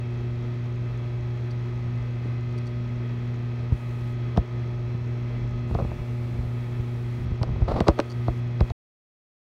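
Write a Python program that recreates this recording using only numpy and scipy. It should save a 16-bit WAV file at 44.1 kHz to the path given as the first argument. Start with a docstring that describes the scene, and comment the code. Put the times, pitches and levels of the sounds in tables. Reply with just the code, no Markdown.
"""A kitchen, just in front of the door of a running microwave oven. The transformer hums at harmonics
of the mains, the casing buzzes and the magnetron sizzles once per mains cycle, the cooling fan whirs
and the warming food ticks; a faint hiss comes and goes. Fingers tap, jolt and rub the hand-held
camera, which ducks its bass after the heavier bumps; then the sound cuts off."""
import sys
import numpy as np
from scipy import signal
from scipy.fft import rfft, irfft, next_fast_len
from scipy.io import wavfile
from scipy.ndimage import uniform_filter1d, map_coordinates

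SR = 44100
rng = np.random.default_rng(int(sys.argv[2]) if len(sys.argv) > 2 else 0)


def unload_wav(signal):
    """Save mono or channel-first audio to the path in sys.argv[1] as 16-bit WAV at rate SR, clipped to [-1, 1]."""
    wavfile.write(
        sys.argv[1],
        SR,
        np.round(np.clip(np.atleast_2d(signal).T, -1, 1) * 32767).astype(np.int16),
    )


N = 421155
MAINS_HZ = 59.992
STOP_S, TOP_HZ = 8.721, 15800

# Strong mains harmonics of transformer and panels. Each row: frequency in Hz, base rms level in dB.
HUM_PARTIALS = [(120, -30), (180, -56), (240, -45), (360, -48.5), (420, -68.5), (480, -71), (600, -57.5),
                (720, -67.5), (840, -65), (1080, -80), (1200, -73.5), (1260, -61), (1560, -70.5),
                (1920, -68.5), (2040, -67.5), (2100, -79), (2280, -69.5), (2520, -68), (2640, -68.5),
                (2880, -77.5), (3120, -75.5), (3240, -75), (3360, -71), (4080, -75.5), (4320, -79),
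                (5400, -88)]
# The camera moves through the 240 Hz standing wave. Each row: time in seconds, gain in dB.
STANDING_WAVE = [(0, 1), (.4, 2), (1.3, -4.5), (1.9, 1.5), (2.25, -1), (2.9, 4), (4.8, -2), (5.5, 2.5),
                 (8.4, 0.5)]
# The hum grows as the camera nears the door. Each row: time in seconds, gain in dB.
DOOR_CLOSENESS = [(0, 0.8), (2, 1.3), (4.8, 1.5), (7.3, 0.4), (8.2, 2.5)]
# Spectra of the sheet steel's buzz, the magnetron, the cooling air, the fan motor, a food tick and
# the hiss. Each row: frequency in Hz, relative spectral density in dB.
CASING_SPECTRUM = [(300, -20), (500, -5.5), (1200, -1.5), (1700, -2), (2550, -6), (2950, -4.5),
                   (3350, -4.5), (3700, -5), (4300, -9), (4900, -10.5), (5400, -9.5), (6500, -16),
                   (8000, -31.5), (12000, -44)]
SIZZLE_SPECTRUM = [(2000, -24.5), (4500, -2.5), (6500, 6.5), (8000, -31.5), (10000, -23.5), (14000, -26)]
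AIR_SPECTRUM = [(150, -5.5), (250, -0.5), (400, 1), (520, -4.5), (800, -6), (1250, -7.5), (1600, -12),
                (2500, -10.5), (2950, -20), (4300, -21.5), (5800, -33.5), (8000, -39), (11000, -45),
                (15800, -41)]
RUMBLE_SPECTRUM = [(18, -18), (35, -3.5), (55, 0), (90, -1), (140, -5.5), (200, -10.5), (300, -24),
                   (600, -70.5), (2000, -110)]
TICK_SPECTRUM = [(1500, -6), (3900, -13), (4600, 14), (5050, -4.5), (5600, 2.5), (7000, -11), (10000, -17),
                 (13000, -27.5), (16000, -41.5)]
HISS_SPECTRUM = [(2000, -13.0), (7000, -1.0), (15000, -7.0)]
# Resonances of vent and cavity. Each row: centre in Hz, width in Hz, boost in dB.
VENT_RESONANCES = [(347, 50, 5.5), (460, 160, 4), (627, 17, 6), (780, 82, 0.5), (1000, 44, 1.5),
                   (1280, 70, 3), (1780, 46, 6), (2050, 120, 4.5), (3335, 180, 7), (5630, 360, 7.5)]
# Double ticks of the food. 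Each row: start in seconds, peak level in dB.
FOOD_TICKS = [(1.508, -42.5), (2.58, -43), (2.668, -43), (8.1, -39), (8.117, -40.5)]
# Finger taps. Each row: time in seconds, click, knock and thump gains in dB, thump frequency in Hz.
FINGER_TAPS = [(4.376, -24, -11.5, -8, 135), (5.711, -54, -28, -18.5, 109), (5.75, -32, -17, -15.5, 112),
               (5.787, -54, -19.5, -34, 160), (5.8, -50, -18, -20, 135), (5.849, -54, -26, -15.5, 120),
               (5.916, -56, -26, -19.5, 101), (7.433, -23.5, -17.5, -35, 151),
               (7.807, -20.5, -10, -4.5, 165), (7.885, -13.5, 0.5, -1.5, 115),
               (7.992, -22.5, -6.5, -32.5, 149), (8.003, -15, -17, -32, 200), (8.282, -39, -13, -19, 100),
               (8.609, -24.5, -13.5, -9.5, 100.5), (8.704, -31, -23.5, -16.5, 71.5)]
# Modes of the camera shell. Each row: frequency in Hz, relative level in dB, 60 dB decay in seconds.
SHELL_MODES = [(327.7, 5, 0.058), (441, -5.5, 0.11), (545, -2, 0.11), (637, 6.5, 0.045), (766, 3, 0.023),
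               (1004, -8.5, 0.013), (1270, -9, 0.0069)]
# Spectra of contacts with the shell. Each row: frequency in Hz, relative spectral density in dB.
KNOCK_SPECTRUM = [(60, -13), (200, 0.5), (450, -2), (800, -7.5), (1200, -4), (1600, -12), (2200, -33),
                  (5000, -59.5)]
SCRAPE_SPECTRUM = [(40, -22.5), (100, -0.5), (280, -1.5), (550, -4), (700, -4.5), (850, -11), (1250, -13),
                   (1550, -30.5), (3000, -43.5), (8000, -87.5)]
CLICK_SPECTRUM = [(400, -30), (1500, 9.5), (2400, 7), (3400, 5.5), (4200, 8), (5200, 3.5), (6800, -10),
                  (8500, -13.5), (13000, -30), (16000, -39)]
# Grip shifts. Each row: start in seconds, thump peak in dB, thump frequency in Hz, knock peak in dB.
GRIP_JOLTS = [(2.257, -26, 226, -49), (3.723, -10.5, 77, -37), (4.948, -24, 111, -43),
              (5.823, -13, 80, -27), (6.39, -24, 62, -42), (6.797, -19.5, 67, -52), (7.253, -28, 85, -48),
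              (7.319, -17, 77, -51), (7.414, -14.5, 90, -28), (7.49, -25, 71, -28), (7.561, -15, 85, -32),
              (7.62, -9, 63, -27)]
# Finger slides. Each row: start and length in seconds, rumble and scrape gains in dB.
FINGER_RUBS = [(5.352, 0.34, -37.5, -54), (5.785, 0.036, -29, -37), (5.806, .22, -28.5, -64),
               (6.331, 0.16, -34, -47), (7.175, 0.17, -33.5, -67), (7.46, 0.23, -28, -46.5),
               (7.676, .105, -19.5, -24), (7.772, .155, -41, -32.5)]
# Stretches of hiss. Each row: start and end in seconds, level in dB.
HISS_SPANS = [(3.72, 4.133, -69), (5.684, 7.252, -68.5), (7.686, 8.4, -69.5), (8.598, 8.725, -69)]


def transformer_hum(overtone_drift_db=2.3, core_drift_db=0.27, flutter_db=.5):
    """Forced vibration: transformer and panels move at mains harmonics, most strongly the second."""
    t, out = clock(), np.zeros(N)
    for hz, db in HUM_PARTIALS:
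        harmonic = round(hz / MAINS_HZ)
        level_db = db + (overtone_drift_db if harmonic > 4 else core_drift_db) * wobble(3)
        if harmonic == 4:
            level_db += curve(STANDING_WAVE)
        phase = 2 * np.pi * (harmonic * MAINS_HZ * t + rng.random())
        out += np.sqrt(2) * amp(level_db) * np.sin(phase)
    return out * amp(curve(DOOR_CLOSENESS) + flutter_db * wobble(14))


def casing_buzz(level_db=-61, odd_db=-4, size=2048):
    """Periodic forcing: each mains cycle shakes the casing alike, in a slowly shifting harmonic blend."""
    harmonic = np.arange(size // 2 + 1)
    strength = amp(along(CASING_SPECTRUM, harmonic * MAINS_HZ) + odd_db * (harmonic % 2))
    cycle_position = clock() * MAINS_HZ % 1
    out = np.zeros(N)
    for real, imag in rng.standard_normal(size=(3, 2, len(harmonic))):
        cycle = irfft(strength * (real + 1j * imag))
        out += wobble(.8) * np.interp(cycle_position, np.arange(size) / size, cycle)
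    running_rms = np.sqrt(np.abs(uniform_filter1d(out ** 2, SR // 2)) + 1e-20)
    return amp(level_db) * out / running_rms


def magnetron_sizzle(level_db=-74, onset_cycles=0.57, decay_cycles=0.049, scatter_db=0.5):
    """Amplitude modulation: noise flares and decays at the same point of every mains cycle."""
    age = (clock() * MAINS_HZ - onset_cycles) % 1
    envelope = np.exp(-age / decay_cycles) * amp(scatter_db * wobble(33))
    return amp(level_db) * unit(envelope * noise(SIZZLE_SPECTRUM))


def cooling_fan(air_db=-46.0, rumble_db=-40.5, eddy_db=0.6):
    """Resonant filtering: vent and cavity colour the rushing air, over the motor's rumble."""
    def vent_gain(hz):
        return amp(sum(db / (1 + (2 * (hz - centre) / width) ** 2)
                       for centre, width, db in VENT_RESONANCES))
    air = unit(filtered(noise(AIR_SPECTRUM), vent_gain))
    return air * amp(air_db + eddy_db * wobble(12)) + amp(rumble_db) * noise(RUMBLE_SPECTRUM)


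def food_ticks(gap_s=0.0062):
    """Impulsive sources: the warming food spits in pairs of bright ticks."""
    out = np.zeros(N)
    for start, db in FOOD_TICKS:
        for delay in (0, gap_s):
            tick = snap(TICK_SPECTRUM, t60=0.0039, tail_db=-15.5, tail_t60=0.027)
            add(out, start + delay, amp(db) * tick)
    return out


def finger_taps(shell_db=-1, click_lead_s=0.0027, rebound_s=.009):
    """Impact: the hard contact clicks, then the shell knocks and the whole camera thumps."""
    out = np.zeros(N)
    for start, click_db, knock_db, thump_db, hz in FINGER_TAPS:
        click = snap(CLICK_SPECTRUM, t60=0.0042, tail_db=-27.5, tail_t60=.045)
        impact = amp(knock_db + shell_db) * shell_knock() + amp(thump_db) * body_thump(hz)
        # the camera rocks back, softer and with its thump an octave lower
        rebound = amp(knock_db - 16) * shell_knock() + amp(thump_db - 3) * body_thump(hz / 2)
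        add(out, start - click_lead_s, amp(click_db) * click)
        add(out, start, impact)
        add(out, start + rebound_s, rebound)
    return out


def shell_knock(ring_db=-13, muffle_hz=1350, bend_hz=550, detune=.06):
    """Modal ringing with dispersion: low bending waves travel more slowly, so a knock sweeps down."""
    blow = impulse(KNOCK_SPECTRUM)
    t = np.arange(len(blow)) / SR
    ring = np.zeros(len(t))
    for hz, db, t60 in SHELL_MODES:
        level_draw, pitch_draw = rng.standard_normal(2)
        envelope = amp(db + 2 * level_draw - 60 * t / t60)
        ring += envelope * np.sin(2 * np.pi * hz * (1 + detune * pitch_draw) * t)
    muffle = signal.butter(6, muffle_hz, fs=SR, output="sos")
    pole = np.exp(-2 * np.pi * bend_hz / SR)
    allpasses = [[-pole, 1, 0, 1, -pole, 0]] * 5  # these delay the lows
    return peaked(signal.sosfilt(np.vstack([muffle] + allpasses), blow + amp(ring_db) * ring))


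def body_thump(hz, half_width_octaves=0.58, size=4096):
    """Damped oscillation: the whole camera swings, and the hand stills it in two or three cycles."""
    band_hz = hz * 2 ** (half_width_octaves * np.array([-1, 1]))
    grip = signal.butter(2, band_hz, "bandpass", fs=SR, output="sos")
    return peaked(signal.sosfilt(grip, signal.unit_impulse(size)))


def grip_jolts():
    """Soft impact: a shift of the grip excites mostly low frequencies, a thump with little knock."""
    out = np.zeros(N)
    for start, thump_db, hz, knock_db in GRIP_JOLTS:
        add(out, start, amp(thump_db) * body_thump(hz) + amp(knock_db) * shell_knock())
    return out


def finger_rubs(edge_s=0.0074, grain_db=5.0, swish_db=-24.5, scuff_db=-23):
    """Stick-slip friction: skin catches on the shell, in slides and in a brief scuff at each tap."""
    t, out = clock(), np.zeros(N)
    def stroke(start, length_s):
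        return np.clip(np.minimum(t - start, start + length_s - t) / edge_s, 0, 1)
    slips = unit(amp(grain_db * wobble(110)))
    rumble = noise(RUMBLE_SPECTRUM)
    scrape = slips * (noise(SCRAPE_SPECTRUM) + amp(swish_db) * noise(CLICK_SPECTRUM))
    for start, length_s, rumble_db, scrape_db in FINGER_RUBS:
        out += stroke(start, length_s) * (amp(rumble_db) * rumble + amp(scrape_db) * scrape)
    for start, _, knock_db, _, _ in FINGER_TAPS:  # the fingertip lands just ahead of the knock
        out += stroke(start - 0.017, length_s=0.023) * amp(knock_db + scuff_db) * scrape
    return out


def faint_hiss():
    """Gated noise: an even treble hiss comes and goes."""
    t = clock()
    gate = sum(amp(db) * ((t > start) & (t < end)) for start, end, db in HISS_SPANS)
    return gate * noise(HISS_SPECTRUM)


def duck_bass(x, sense_hz=95, memory_s=0.05, lag_s=.035, threshold_db=-31, slope=1.4, deepest_db=8,
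              shelf_hz=280):
    """Automatic gain control: the camera cuts its bass just after a burst of rumble, until it fades."""
    rumble = filtered(x, lambda hz: 1 / (1 + (hz / sense_hz) ** 16))
    pole = np.exp(-1 / (memory_s * SR))
    level_db = 10 * np.log10(signal.lfilter([1 - pole], [1, -pole], rumble ** 2) + 1e-12)
    cut_db = np.clip(slope * (level_db - threshold_db), 0, deepest_db)
    late_cut_db = np.interp(clock() - lag_s, clock(), cut_db)
    bass = filtered(x, lambda hz: 1 / (1 + (hz / shelf_hz) ** 4))
    return x - (1 - amp(-late_cut_db)) * bass


def snap(spectrum, t60, tail_db, tail_t60, rise_s=0.00054):
    """Two-stage decay: a gritty burst of coloured noise leaves a faint tail; peak 1."""
    colour = impulse(spectrum)
    t = np.arange(len(colour)) / SR
    envelope = (1 - np.exp(-t / rise_s)) * (amp(-60 * t / t60) + amp(tail_db - 60 * t / tail_t60))
    return peaked(signal.fftconvolve(envelope * rng.standard_normal(len(t)), colour))


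def impulse(spectrum, size=4096):
    """The minimum-phase pulse with this spectrum; peak 1."""
    cepstrum = irfft(np.log(amp(along(spectrum, np.fft.rfftfreq(size, 1 / SR)))))
    cepstrum[1:size // 2] *= 2
    cepstrum[size // 2 + 1:] = 0
    return peaked(irfft(np.exp(rfft(cepstrum))))


def noise(spectrum):
    """Coloured noise of rms 1."""
    return unit(filtered(rng.standard_normal(N), lambda hz: amp(along(spectrum, hz))))


def filtered(x, gain):
    """Zero-phase filtering by a gain that depends on frequency."""
    size = next_fast_len(N + SR // 2)
    return irfft(rfft(x, size) * gain(np.fft.rfftfreq(size, 1 / SR)), size)[:N]


def wobble(rate):
    """A smooth random curve, rate knots a second."""
    grid = np.arange(0, N, 64)
    coarse = map_coordinates(rng.standard_normal(size=2048), [grid * rate / SR], mode="wrap")
    return np.interp(np.arange(N), grid, coarse)


def along(spectrum, hz):
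    """A spectrum's level in dB, interpolated on a log frequency axis."""
    knots_hz, db = np.transpose(spectrum)
    return np.interp(np.log(hz + 1), np.log(knots_hz + 1), db)


def curve(rows):
    """Rows of time and value, joined by straight lines."""
    return np.interp(clock(), *np.transpose(rows))


def clock():
    return np.arange(N) / SR


def amp(db):
    return 10 ** (np.asarray(db) / 20)


def unit(x):
    return x / np.sqrt(np.mean(x ** 2) + 1e-20)


def peaked(x):
    return x / np.abs(x).max()


def add(track, start_s, sound):
    part = track[max(round(start_s * SR), 0):][:len(sound)]
    part += sound[:len(part)]


def scene():
    """Superposition: the oven's sound adds to the handling noises right at the microphone."""
    oven = transformer_hum() + casing_buzz() + magnetron_sizzle() + cooling_fan() + food_ticks()
    return (oven + finger_taps() + grip_jolts() + finger_rubs() + faint_hiss())[None]


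def record(dry):
    """Gain control and band limiting: the bass ducks after bumps, and the sound stops abruptly."""
    running = np.clip((STOP_S - clock()) / .002, 0, 1)
    return filtered(duck_bass(dry[0]) * running, lambda hz: hz < TOP_HZ)[None]


dry = scene()
out = record(dry)
unload_wav(out)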